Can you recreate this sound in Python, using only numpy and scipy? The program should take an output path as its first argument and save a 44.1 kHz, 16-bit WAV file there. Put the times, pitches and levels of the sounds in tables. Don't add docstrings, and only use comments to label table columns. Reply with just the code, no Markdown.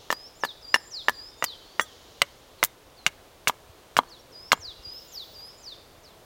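import sys
import numpy as np
from scipy import signal
from scipy.fft import rfft, irfft, next_fast_len
from scipy.io import wavfile
from scipy.ndimage import uniform_filter1d, minimum_filter1d, map_coordinates

SR = 44100
rng = np.random.default_rng(int(sys.argv[2]) if len(sys.argv) > 2 else 0)


def digitize_waveform(pressure):
    field = np.atleast_2d(pressure).T
    bounded = np.clip(field, -1, 1)
    quanta = np.round(bounded * 32767).astype(np.int16)
    wavfile.write(sys.argv[1], SR, quanta)


N = 275625
NOW = np.arange(N) / SR
T = np.arange(SR // 4) / SR
BLOW_S = 0.008
TOP_HZ = 16500

# f/Hz, relative level/dB per Hz
RUSH = [(12, -43), (20, 1.5), (86, 0), (168, -6), (204, -8), (347, -2.5), (499, -1), (949, -7), (1030, -7),
        (1120, -8), (1710, -13), (3530, -16), (5080, -20), (14300, -24), (16000, -23)]
# t/s, half width/s, level over their usual/dB
SWELLS = [(0, 0.22, 9.5), (2.03, 0.52, 9), (5.13, 0.36, 8)]
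AIR_DB, CHORUS_DB = -53.5, -65.5
DIP_S, DIP_DB, DIP_RECOVER_S = 2.65, -1.5, 0.14
# t/s, length/s, f/Hz, level before each swells and fades/dB
FAR_NOTES = [(0.528, 0.84, 7220, -63.5), (1.279, 0.31, 3630, -58), (1.44, 0.22, 3090, -56),
             (4.06, 0.035, 4400, -59), (4.189, 0.028, 5580, -56.5), (4.699, 0.43, 2824, -65)]
# t/s, f/Hz
WHISTLE = [(4.92, 12063), (5.04, 12500), (5.08, 13139), (5.164, 12100), (5.348, 12581), (5.356, 11833),
           (5.5, 10900)]
WHISTLE_DB, WHISTLE_SAG_DB_PER_S = -60, 10
WHISTLE_FADE_S, WHISTLE_RATIO = 0.017, 1.21

RISE = dict(length_s=.195, start_hz=6560, wait_s=0, swoop_s=.011, settled_hz=4597, drift_hz_per_s=3500, flick_hz=706, attack_s=0.044, sag_db_per_s=33, release_s=.02)
FALL = dict(length_s=0.1806, start_hz=7720, wait_s=0.043, swoop_s=.045, settled_hz=4536, drift_hz_per_s=-10000, flick_hz=-150, attack_s=0.071, sag_db_per_s=79, release_s=0.013)
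SLUR = dict(length_s=0.16, start_hz=5150, wait_s=0, swoop_s=0.016, settled_hz=4100, drift_hz_per_s=-1500, flick_hz=-250, attack_s=0.01, sag_db_per_s=47.5, release_s=0.057)
QUICK_FALL = dict(FALL, length_s=0.11, wait_s=0, swoop_s=0.022, drift_hz_per_s=-12000, attack_s=0.028)
# t/s, level before flutter/dB, pitch ratio
RISES = [(0.097, -45, 1.012), (.613, -44.5, 0.99), (1.117, -44, 0.99), (1.601, -60, 0.9),
         (4.314, -46, 1.02), (4.818, -41.5, 1.008), (5.332, -43, .99)]
FALLS = [(.348, -42, 0.98), (0.851, -38, 0.99), (1.369, -41.5, 0.96), (4.55, -39, 0.99), (5.07, -40, 0.98),
         (5.571, -41, 0.99)]
SLURS = [(1.855, -60, 0.78), (2.582, -60, 0.93), (2.965, -57.5, 1)]
QUICK_FALLS = [(4.081, -51, 1), (6.024, -58, 1)]
NOTE_RANGE_DB, FLICK_S = 19.5, 0.013
LEAD_IN_HZ_PER_S = 22000

# t/s, bending level/dB, blank's bending f/Hz, knock level/dB, crack level/dB,
# blade's travel through the wood/s, slicing level before fibre colour/dB, landing level/dB
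STROKES = [(0.1035, -23.5, 1768, -24, -34.5, 0.023, -33, -24),
           (0.4361, -25.5, 1723, -24.5, -41.5, 0.013, -37, -28.5),
           (0.7428, -11, 1767, -23, -23.5, 0.017, -30, -27.5),
           (1.084, -16.5, 1737, -23, -30, 0.01, -36, -25.5),
           (1.4244, -27.5, 1970, -25, -40.5, .016, -42, -27),
           (1.796, -19.5, 1870, -22.5, -32, 0.013, -29.5, -34),
           (2.2178, -17.5, 2045, -21, -17, 0.013, -37, -56),
           (2.6287, -20.5, 2037, -21, -27.5, 0.0086, -31, -29.5),
           (3.0644, -17, 2126, -30.5, -20, 0.014, -29.5, -56),
           (3.4732, -21.5, 2176, -26, -31, .0232, -25.5, -21.5),
           (3.9672, -21.5, 2165, -25.5, -25, .0218, -27.5, -11),
           (4.5185, -14, 2123, -22.5, -19.5, 0.012, -19.5, -15)]
# f/Hz, relative level/dB, t60/s
BLANK = [(234, -31, 0.011), (410, -27, 0.0065), (499, -8.5, 0.06), (616, 10.5, 0.018), (900, 10, 0.012),
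         (1042, 20.5, 0.0073), (1176, 6, 0.0056), (1480, -7, 0.02)]
# f/Hz, relative level/dB, t60/s
HEAD = [(2350, -3, 0.013), (2850, 2, 0.0062), (2840, 5, 0.028), (3220, -11, 0.014), (3510, -10.5, 0.037)]
# f/Hz, relative level/dB, t60/s
STEEL = [(4530, -1, 0.023), (5510, 3, 0.041), (6700, -18, 0.0435), (10060, -16, 0.092), (14900, -18, .04)]
# t/s, level/dB
PINGS = [(0.106, -43.5), (0.742, -22.5), (1.797, -54)]
# f/Hz, relative level/dB
CRACK = [(1500, -25), (3000, -2.5), (3700, -4.5), (5200, -5.5), (7000, -10), (10000, -20.5), (14000, -25.5),
         (16000, -22.5)]
# f/Hz, t60/s
SCATTER = [(150, 0.14), (600, 0.049), (1800, 0.067), (5000, 0.025), (15000, 0.015)]
# f/Hz, t60/s
FOREST = [(200, 0.385), (1000, 1.27), (2000, 0.46), (4500, 0.84), (8000, 0.74), (15000, 0.26)]
# f/Hz, relative level/dB, t60/s
STUMP = [(282, -13, 0.02), (633, -5.5, 0.0086), (828, -5, 0.012), (979, 6, 0.012), (1175, 4.5, .012),
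         (1410, -8, 0.008), (2000, -4, 0.0093), (3230, 1, 0.014), (4020, 1.5, 0.009)]
# t/s, level/dB, f/Hz
BUMPS = [(3.693, -46, 74), (4.59, -44.5, 79), (4.68, -50, 44.75), (4.79, -45, 50), (4.867, -46.5, 69),
         (5.98, -54, 59.3)]
# t/s, level before fibre colour/dB, centre f/Hz
SNAPS = [(0.1261, -32, 4570), (0.4478, -38, 4200), (0.452, -37, 6100), (1.0953, -32.5, 4830),
         (1.4416, -23, 6400), (1.4457, -31.5, 6500), (2.638, -17.5, 7700), (2.6473, -21.5, 13300),
         (3.4795, -22.5, 5450), (3.482, -26, 5300)]
# f/Hz, gain/dB
FIBRE = [(3000, -0.5), (4800, -4.5), (6500, 0), (8000, -3), (10200, -6), (13500, 2.5), (16000, 1.5)]
# f/Hz, relative level/dB, t60/s
CLUSTER = [(1260, -5, 0.12), (1590, -5, 0.098), (3350, 0.5, 0.083), (5630, -1.5, 0.081), (5930, -1, 0.091),
           (6400, -9, .1), (7070, -7, 0.085), (7540, -3, 0.095), (8250, -10, .09), (10050, -2, 0.081),
           (10650, 1, 0.073), (15000, -4, .08)]
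USUAL_DB, THICK_HZ = -19, 1706
BEND_T60_S, THIN_DAMPING, BITE_DAMPING = 0.023, 3.8, 0.42
LOW_BEND_RATIO, LOW_BEND_DB, LOW_BEND_DB_PER_OCTAVE = 0.771, -5, 18.5
HEAD_DB, HEAD_DB_PER_OCTAVE = -10.5, 16
THUD_DB, THUD_DB_PER_OCTAVE, THUD_HZ = -58, 60.5, 135
SLICE_DELAY_S, SLICE_HZ = 0.002, 4220
LANDING_HZ = 1230
REBOUND_S, REBOUND_DB = 0.045, -33.5
JOLT_DB, JOLT_MAX_DB = -3.5, -31.5
TEAR_DB, TEAR_T60_S = -6, 0.047


def amp(db):
    return 10 ** (np.asarray(db) / 20)


def unit(x):
    return x / np.sqrt(np.mean(x ** 2) + 1e-20)


def blow(x):
    return x / np.sqrt(np.sum(x ** 2) / (BLOW_S * SR) + 1e-20)


def add(track, s, x):
    i = max(round(s * SR), 0)
    track[i:i + len(x)] += x[:max(N - i, 0)]


def along(points, hz):
    f, v = np.transpose(points)
    return np.interp(np.log(hz + 1), np.log(f + 1), v)


def wobble(rate, size):
    knots = rng.standard_normal(int(size * rate / SR) + 4)
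    return map_coordinates(knots, [np.arange(size) * rate / SR])


def filtered(x, gain):
    m = next_fast_len(len(x) + 8192)
    hz = np.fft.rfftfreq(m, 1 / SR)
    return irfft(rfft(x, m) * gain(hz), m)[:len(x)]


def noise(spectrum, size):
    white = rng.standard_normal(size)
    return unit(filtered(white, lambda hz: amp(along(spectrum, hz))))


def resonate(x, hz, q):
    hz = min(hz, 0.4 * SR)
    return signal.lfilter(*signal.iirpeak(hz, max(q, 3 * hz / SR), SR), x)


def ring(modes, attack):
    x = np.zeros(len(T))
    for hz, db, t60 in modes:
        strength_db, detune = rng.standard_normal(2) * [1.5, 0.008]
        decay = amp(db + strength_db - 60 * T / t60)
        x += decay * np.sin(2 * np.pi * hz * (1 + detune) * T)
    radiation = signal.butter(2, 0.78 * modes[0][0], "high", fs=SR)
    return signal.lfilter(*radiation, x * (1 - np.exp(-T / attack)))


def tail(decay, size):
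    hz, t, z = signal.stft(rng.standard_normal(size), SR, nperseg=256)
    fade = amp(-60 * t / along(decay, hz)[:, None])
    x = signal.istft(z * fade, SR, nperseg=256)[1]
    x = x * (1 - np.exp(-np.arange(len(x)) / SR / 0.00023))
    return x / np.linalg.norm(x)


def scattered(x, wet):
    return x + wet * signal.fftconvolve(x, tail(SCATTER, size=len(T)))[:len(x)]


def thinness(bend_hz):
    return np.log2(bend_hz / THICK_HZ)


def bend_t60(db, bend_hz):
    return BEND_T60_S * (THICK_HZ / bend_hz) ** THIN_DAMPING * amp(-BITE_DAMPING * (db - USUAL_DB))


def breaks():
    return rng.standard_normal(len(T)) * np.exp(0.65 * wobble(1500, size=len(T)))


def bump(db, hz):
    return amp(db) * blow(ring([(hz, 0, 0.06), (hz * 1.235, -3, 0.05)], attack=0.0035))


def forest_air():
    dip_db = DIP_DB * (NOW > DIP_S) * np.exp(-np.abs(NOW - DIP_S) / DIP_RECOVER_S)
    chorus_db = CHORUS_DB + sum(db * np.exp(-((NOW - s) / width) ** 2) for s, width, db in SWELLS)
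    air = amp(AIR_DB + 0.34 * wobble(8.1, size=N)) * noise(RUSH, size=N)
    # f/Hz, relative level/dB
    colour = [(2000, -28.0), (3000, 1), (3600, 1.5), (5000, -3.0), (7000, -6.0), (9000, -46.0)]
    chorus = amp(chorus_db + wobble(11.0, size=N)) * noise(colour, size=N)
    return amp(dip_db) * (air + chorus)


def glide(length_s, start_hz, wait_s, swoop_s, settled_hz, drift_hz_per_s, flick_hz,
          attack_s, sag_db_per_s, release_s):
    moving = np.maximum(T - wait_s, 0)
    left = np.maximum(length_s - T, 0)
    hz = settled_hz + (start_hz - settled_hz) * np.exp(-moving / swoop_s)
    hz = hz + drift_hz_per_s * moving + flick_hz * np.exp(-left / FLICK_S)
    hz = hz - LEAD_IN_HZ_PER_S * np.maximum(wait_s - T, 0)
    opening = np.sin(np.pi / 2 * np.minimum(moving / attack_s, 1)) * np.minimum(left / release_s, 1)
    db = NOTE_RANGE_DB * (opening - 1) - sag_db_per_s * np.maximum(moving - attack_s, 0)
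    soft_ends = np.minimum(np.minimum(T, left) / 0.004, 1)
    return hz, amp(db) * soft_ends


def bird(shape, notes):
    out = np.zeros(N)
    hz, loudness = glide(**shape)
    hz = uniform_filter1d(hz, size=400)
    for s, db, ratio in notes:
        pitch = hz * ratio * (1 + 0.0025 * wobble(169.4, size=len(T)))
        flutter = np.exp(0.33 * wobble(110, size=len(T)))
        tone = np.sqrt(2) * np.sin(2 * np.pi * np.cumsum(pitch) / SR)
        note = amp(db) * loudness * flutter * tone
        add(out, s, note)
        for delay in rng.uniform(0.002, 0.02, size=3):
            add(out, s + delay, 0.12 * note)
    return out


def among_trees(x, wet_db):
    wash = tail(FOREST, size=SR)
    wash = wash * (1 - np.exp(-np.arange(len(wash)) / SR / 0.0049))
    return amp(wet_db) * signal.fftconvolve(x, wash)[:N]


def chops(modes_at_hz=1795):
    out = np.zeros(N)
    for s, db, bend_hz, knock_db, crack_db, *_ in STROKES:
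        thin = thinness(bend_hz)
        rise = bend_hz / modes_at_hz
        blank = [(hz * rise, level, t60) for hz, level, t60 in BLANK]
        knock = amp(knock_db) * blow(ring(blank, attack=0.00042))
        low_bend = (bend_hz * LOW_BEND_RATIO, LOW_BEND_DB + LOW_BEND_DB_PER_OCTAVE * thin, 0.006)
        main_bend = (bend_hz, 0, bend_t60(db, bend_hz))
        bend = amp(db) * blow(ring([low_bend, main_bend], attack=0.0003))
        head = amp(db + HEAD_DB + HEAD_DB_PER_OCTAVE * thin) * blow(ring(HEAD, attack=0.00016))
        burst = amp(-60 * T / 0.012) * (1 - np.exp(-T / 0.00088))
        crack = amp(crack_db) * blow(noise(CRACK, size=len(T)) * burst)
        add(out, s, scattered(knock - bend + head + crack, wet=0.17))
    for s, db in PINGS:
        add(out, s, amp(db) * blow(ring(STEEL, attack=0.0002)))
    return out


def knocks():
    out = np.zeros(N)
    contact = signal.butter(1, LANDING_HZ, fs=SR)
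    for s, _, bend_hz, _, _, travel, _, landing_db in STROKES:
        add(out, s, bump(THUD_DB + THUD_DB_PER_OCTAVE * thinness(bend_hz), THUD_HZ))
        for delay, db in [(travel, landing_db), (travel + REBOUND_S, landing_db + REBOUND_DB)]:
            wood = signal.lfilter(*contact, ring(STUMP, attack=0.00059))
            add(out, s + delay, scattered(amp(db) * blow(wood), wet=0.12))
    for s, db, hz in BUMPS:
        add(out, s, bump(db, hz))
    return out


def cuts():
    out = np.zeros(N)
    for s, *_, travel, db, _ in STROKES:
        run = breaks()
        rasp = unit(resonate(resonate(run, SLICE_HZ, q=0.95), SLICE_HZ, q=0.21))
        shake = unit(signal.fftconvolve(run, ring(BLANK, attack=0.0002))[:len(T)])
        past_end = np.maximum(T + SLICE_DELAY_S - travel, 0)
        stroke = (1 - np.exp(-T / 0.0011)) * np.exp(-0.5 * T / travel - past_end / 0.0058)
        add(out, s + SLICE_DELAY_S, scattered(amp(db) * (rasp + 0.5 * shake) * stroke, wet=0.187))
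    return out


def snaps():
    out = np.zeros(N)
    for s, db, hz in SNAPS:
        tick = resonate(rng.standard_normal(len(T)) * amp(-60 * T / 0.0095), hz, q=0.81)
        tear = resonate(breaks() * amp(-60 * T / TEAR_T60_S), hz, q=0.53)
        splinter = blow(tick) + amp(TEAR_DB) * blow(tear)
        add(out, s, scattered(amp(db) * splinter, wet=0.066))
    return out


def jolts(rings_longer=1.07):
    out = np.zeros(N)
    for s, db, bend_hz, _, _, travel, _, landing_db in STROKES:
        again = ring([(bend_hz, 0, rings_longer * bend_t60(db, bend_hz))], attack=0.0008)
        jolt_db = min(landing_db + JOLT_DB, JOLT_MAX_DB)
        add(out, s + travel, amp(jolt_db) * blow(again))
    return out


def far_birds(blur_hz=35):
    out = np.zeros(N)
    for s, length, hz, db in FAR_NOTES:
        t = np.arange(int(length * SR)) / SR
        blur = np.exp(1j * wobble(2 * blur_hz, size=len(t)) + 0.5 * wobble(blur_hz, size=len(t)))
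        tone = unit((blur * np.exp(2j * np.pi * hz * t)).real)
        add(out, s, amp(db) * tone * np.sqrt(np.sin(np.pi * t / length)))
    return out


def cluster(start=1.811, db=-30):
    out = np.zeros(N)
    add(out, start, amp(db) * blow(ring(CLUSTER, attack=0.0014)))
    return out


def whistle():
    s, pitch = np.transpose(WHISTLE)
    low_hz = np.interp(NOW, s, pitch)
    since, left = NOW - s[0], s[-1] - NOW
    fade = np.clip(np.minimum(since, left) / WHISTLE_FADE_S, 0, 1)
    level = fade * amp(WHISTLE_DB - WHISTLE_SAG_DB_PER_S * since)
    tones = np.zeros(N)
    for hz in (low_hz, low_hz * WHISTLE_RATIO):
        wavering = hz * (1 + 0.0028 * wobble(200, size=N))
        flutter = np.exp(0.48 * wobble(40, size=N))
        tones += np.sin(2 * np.pi * np.cumsum(wavering) / SR) * flutter
    return level * tones


def scene():
    fibres = filtered(cuts() + snaps(), lambda hz: amp(along(FIBRE, hz)))
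    axe = chops() + jolts() + fibres + cluster() + knocks()
    song = bird(RISE, RISES) + bird(FALL, FALLS) + bird(QUICK_FALL, QUICK_FALLS) + bird(SLUR, SLURS)
    carried = resonate(axe, 1800, q=8.4)
    echoes = among_trees(axe, wet_db=-38) + among_trees(carried, wet_db=-27.5)
    echoes = echoes + among_trees(song, wet_db=-10.0)
    return (axe + song + echoes + far_birds() + whistle() + forest_air())[None]


def record(dry):
    needed = 1 / np.maximum(np.abs(dry[0]), 1)
    gain = uniform_filter1d(minimum_filter1d(needed, size=25), size=25)
    return filtered(dry[0] * gain, lambda hz: np.clip((TOP_HZ - hz) / 600, 0, 1) ** 2)[None]


dry = scene()
out = record(dry)
digitize_waveform(out)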